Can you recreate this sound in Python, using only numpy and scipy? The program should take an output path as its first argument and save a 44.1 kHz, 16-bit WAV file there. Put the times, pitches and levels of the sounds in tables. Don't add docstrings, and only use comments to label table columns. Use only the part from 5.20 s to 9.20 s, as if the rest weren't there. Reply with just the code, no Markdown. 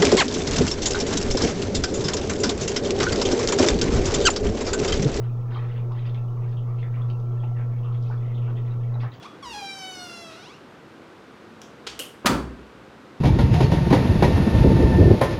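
import sys
import numpy as np
from scipy import signal
from scipy.fft import rfft, irfft
from scipy.io import wavfile

SR = 44100
rng = np.random.default_rng(int(sys.argv[2]) if len(sys.argv) > 2 else 0)


def store_wav(level_fs):
    pcm = np.round(np.clip(np.atleast_2d(level_fs), -1, 1) * 32767)
    wavfile.write(sys.argv[1], SR, pcm.T.astype(np.int16))


N = 176400


def amp(db):
    return 10 ** (np.asarray(db) / 20)


def unit(x):
    return x / np.sqrt(np.mean(abs(x) ** 2) + 1e-20)


def add(mix, start_s, sound):
    part = mix[max(round(start_s * SR), 0):][:len(sound)]
    part += sound[:len(part)]


def colour(x, curve):
    hz, db = np.transpose(curve)
    bins_hz = np.fft.rfftfreq(2 * N, 1 / SR)
    gain = amp(np.interp(np.log(bins_hz + 1), np.log(hz), db))
    return irfft(rfft(x, 2 * N) * gain)[:N]


def noise(spectrum):
    return colour(rng.standard_normal(N), spectrum) * np.sqrt(SR / 2)


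def drift(rate_hz):
    hz = np.fft.rfftfreq(N, 1 / SR)
    lowpass = np.exp(-(hz / rate_hz) ** 2) * (hz > 0)
    return unit(irfft(rfft(rng.standard_normal(N)) * lowpass, N))


# freq_hz, level_db_per_hz
ROOM_RUMBLE = [(20, -87.5), (60, -82.5), (88, -79.5), (110, -58.5), (135, -70.5), (170, -68.5), (203, -75),
               (245, -71), (310, -75.5), (400, -74.5), (490, -76), (560, -79), (800, -81), (1150, -83),
               (1370, -87), (1470, -101), (2200, -125)]
# freq_hz, level_db_per_hz
ROOM_HISS = [(500, -100), (1600, -101), (3100, -105), (4200, -108.5), (6400, -109), (8200, -120.5),
             (13900, -120.5), (15000, -108.5), (16000, -108)]
def room_tone():
    return noise(ROOM_RUMBLE) * amp(1.1 * drift(rate_hz=12)) + noise(ROOM_HISS)


# time_s, level_db
HUM_LEVELS = [(0.03, -25), (0.36, -28.5), (0.4, -26.5), (0.54, -27.5), (0.61, -25), (0.66, -26.5),
              (1.72, -26), (1.86, -23.5), (1.99, -26.5), (2.2, -24.5), (2.63, -26), (2.73, -24),
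              (3.11, -26), (3.23, -23), (3.3, -25.5), (3.85, -25)]
# pitch_hz, level_db
SHAFT_TONES = [(20, -45), (30, -51), (50, -73), (70, -56.5), (80, -62)]
# pitch_hz, level_db, unsteady_share
WHINE_TONES = [(148.6, -58, 0.9), (233.4, -53.5, 0.86), (361.5, -53.5, 0.9), (435.4, -56.5, .3),
               (456.7, -61.5, 0), (484.3, -56.5, 0.4), (593.6, -63.5, 0.3), (675.6, -65.5, 0.6),
               (835, -75, 0), (1213, -72, 0.6), (1343, -61.5, .35)]
def motor(hum_hz=120.04, off_s=3.868, fall_db_per_s=509, floor_db=-19.5):
    t = np.arange(N) / SR
    hum_db = np.interp(t, *np.transpose(HUM_LEVELS)) + 0.22 * drift(rate_hz=11)
    hum = amp(hum_db) * np.sin(2 * np.pi * hum_hz * t + 0.021 * drift(rate_hz=9.2))
    throb = sum(amp(db) * np.sin(2 * np.pi * (hz * t + rng.random())) for hz, db in SHAFT_TONES)
    whine = np.zeros(N)
    for hz, db, unsteady in WHINE_TONES:
        rate_hz = 1 + 7 * unsteady
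        wander = drift(rate_hz) + 1j * drift(rate_hz)
        waver = np.sqrt(1 - unsteady) + np.sqrt(unsteady / 2) * wander
        tone = np.exp(2j * np.pi * (hz * t + rng.random()))
        whine += amp(db) * (waver * tone).real
    running = amp(np.clip((off_s - t) * fall_db_per_s, floor_db, 0))
    return np.sqrt(2) * (hum + throb + whine) * running


def kitchen(x, wet_db, t60_s=0.19, echoes_per_s=4000):
    t = np.arange(SR // 2) / SR
    echoes = rng.standard_normal(len(t)) * (rng.random(len(t)) < echoes_per_s / SR)
    tail = echoes * (t > 0.003) * amp(-60 * t / t60_s)
    return x + amp(wet_db) * signal.fftconvolve(x, tail / np.linalg.norm(tail))[:N]


def bubble(hz, cycles, rise_s, glide):
    decay_s = cycles / hz
    t = np.arange(int(6 * decay_s * SR)) / SR
    age = t / decay_s
    envelope = (1 - np.exp(-t / rise_s)) * np.exp(-age)
    return envelope * np.sin(2 * np.pi * hz * t * (1 + glide * age / 2))


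def bubble_cloud(size, per_s, centre_hz, octaves, cycles, spread_db=4, pitches=40):
    cloud = np.zeros(size)
    for step in np.linspace(-2.4, 2.4, pitches):
        hz = np.clip(centre_hz * 2 ** (octaves * step), 300, 7000)
        chance, strength = rng.random((2, size))
        pop_db = spread_db * np.minimum(-np.log(1 - strength), 3)
        pops = (chance < per_s / pitches / SR) * amp(pop_db)
        ring = bubble(hz, cycles, rise_s=0.00039, glide=0.034)
        cloud += np.exp(-step ** 2 / 2) * signal.oaconvolve(pops, ring / np.linalg.norm(ring))[:size]
    return unit(cloud)


def trickle():
    return amp(-62.5) * bubble_cloud(N, per_s=200, centre_hz=1854, octaves=0.55, cycles=15)


# start_s, peak_db, centre_hz
SPLASH_TICKS = [(1.9, -40, 3150), (2.236, -41.5, 2000), (2.826, -48, 4700), (.945, -46, 3400),
                (0.72, -45, 3700), (2, -49, 4200), (3.3, -45.5, 2700)]
def ticks(decay_s=0.0029):
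    mix = np.zeros(N)
    t = np.arange(1000) / SR
    for start_s, db, hz in SPLASH_TICKS:
        band = signal.butter(3, [hz / np.sqrt(2), hz * np.sqrt(2)], "band", fs=SR)
        burst = signal.lfilter(*band, rng.standard_normal(len(t))) * np.exp(-t / decay_s)
        add(mix, start_s, amp(db) * burst / abs(burst).max())
    return mix


# start_s, level_db, pitch_hz, ring_cycles
BUBBLE_PLOPS = [(.36, -28.5, 1151, 6), (0.554, -43.5, 1890, 4.6), (.716, -36.5, 1070, 4),
                (.865, -37, 2800, 3), (0.947, -40, 3390, 8), (1.235, -50, 2430, 4.5),
                (1.371, -45, 3100, 6.6), (1.629, -32, 1987, 5.3), (1.631, -43.5, 3390, 10),
                (1.819, -43, 3380, 11), (1.901, -37.5, 3000, 6.8), (2.203, -46.5, 3230, 12),
                (2.235, -33.5, 820, 3.4), (2.315, -38, 724, 4), (2.648, -38.5, 1166, 6.7),
                (2.826, -45, 4900, 6), (2.901, -29, 900, 2.4), (2.922, -32.5, 953, 1),
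                (2.686, -41.5, 1165, 5.5), (3.179, -44.5, 3220, 8.2), (3.279, -35.5, 1400, 4.8),
                (3.509, -46.5, 3730, 8), (3.742, -46.5, 3820, 14), (3.755, -37, 790, 3),
                (3.834, -27.5, 900, 1.8)]
def plops():
    mix = np.zeros(N)
    for start_s, db, hz, cycles in BUBBLE_PLOPS:
        add(mix, start_s, amp(db) * bubble(hz, cycles, rise_s=0.0003, glide=0.024))
    return mix


# start_s, length_s, relative_db, centre_hz, spread_octaves
HAND_STROKES = [(0.011, 0.072, -56, 2100, 0.63), (.27, 0.24, -47, 1050, .5), (0.296, .14, -48, 2250, 0.62),
                (0.388, .16, -50.5, 1503, 0.8), (0.479, 0.094, -54.5, 2450, 0.42),
                (.55, 0.069, -51, 2150, 0.49), (.68, .12, -49, 1020, 0.27), (0.736, 0.15, -52, 2300, 0.52),
                (.845, .07, -48, 2540, 0.53), (0.935, 0.059, -52, 2400, 0.4),
                (1.135, .08, -52.5, 1058, .14), (1.203, .09, -58.5, 2100, 0.33),
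                (1.283, 0.073, -60, 3100, 0.41), (1.361, 0.048, -56, 3050, 0.088),
                (1.455, .13, -50.5, 1130, 0.1), (1.49, 0.072, -62.5, 2100, 0.13),
                (1.575, 0.058, -54.5, 2570, 0.45), (1.625, .055, -50, 1820, 0.22),
                (1.73, .09, -50.5, 2000, 0.42), (1.75, .14, -48.5, 1118, 0.13),
                (1.878, 0.046, -59, 2500, 0.52), (1.96, 0.052, -55, 1270, 0.13),
                (2.221, 0.043, -54, 2540, 0.17), (2.351, .11, -50, 1745, 0.44),
                (2.473, 0.19, -62.5, 2050, .3), (2.621, 0.075, -56, 2800, 0.15),
                (2.635, 0.14, -50.5, 1115, 0.21), (2.718, 0.061, -55, 2430, 0.47),
                (2.79, 0.23, -63, 3700, 0.46), (2.905, .05, -43, 1057, .7),
                (2.983, 0.18, -56.5, 2250, 0.34), (3.134, 0.079, -56.5, 3080, .22),
                (3.205, .11, -54, 2570, 0.17), (3.268, 0.053, -47, 1108, .6),
                (3.35, 0.058, -52.5, 2400, 0.4), (3.436, .14, -56, 2200, 0.46),
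                (3.593, 0.095, -65.5, 2550, .3), (3.71, .09, -49.5, 950, 0.66),
                (3.793, 0.06, -47.5, 2800, 0.49), (3.812, 0.086, -41, 1259, .7),
                (3.909, 0.083, -50, 2810, 0.63)]
def swishes(rise_share=0.2, fall_share=0.42):
    mix = np.zeros(N)
    for start_s, length_s, db, hz, octaves in HAND_STROKES:
        progress = np.linspace(0, 1, int(length_s * SR))
        cloud = bubble_cloud(len(progress), per_s=1300, centre_hz=hz, octaves=octaves, cycles=5.5)
        swell = np.clip(np.minimum(progress / rise_share, (1 - progress) / fall_share), 0, 1)
        add(mix, start_s, amp(db) * cloud * swell)
    return mix


# freq_hz, gain_db
BASIN_TONE = [(300, -0.5), (800, 1.5), (1200, -1.5), (1480, -2), (1900, -3), (2500, -4), (3400, -1),
              (4300, -3), (6000, -2.5), (9000, -11)]
def washing():
    stirred = amp(-2) * kitchen(swishes() + trickle(), wet_db=-0.5)
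    drops = kitchen(plops() + ticks(), wet_db=-1.5)
    return colour(stirred + drops, BASIN_TONE)


def scene():
    return (room_tone() + motor() + washing())[None]


def record(dry):
    lowpass = signal.firwin(511, 15800, window=("kaiser", 9), fs=SR)
    return signal.oaconvolve(dry, lowpass[None], "same")


dry = scene()
out = record(dry)
store_wav(out)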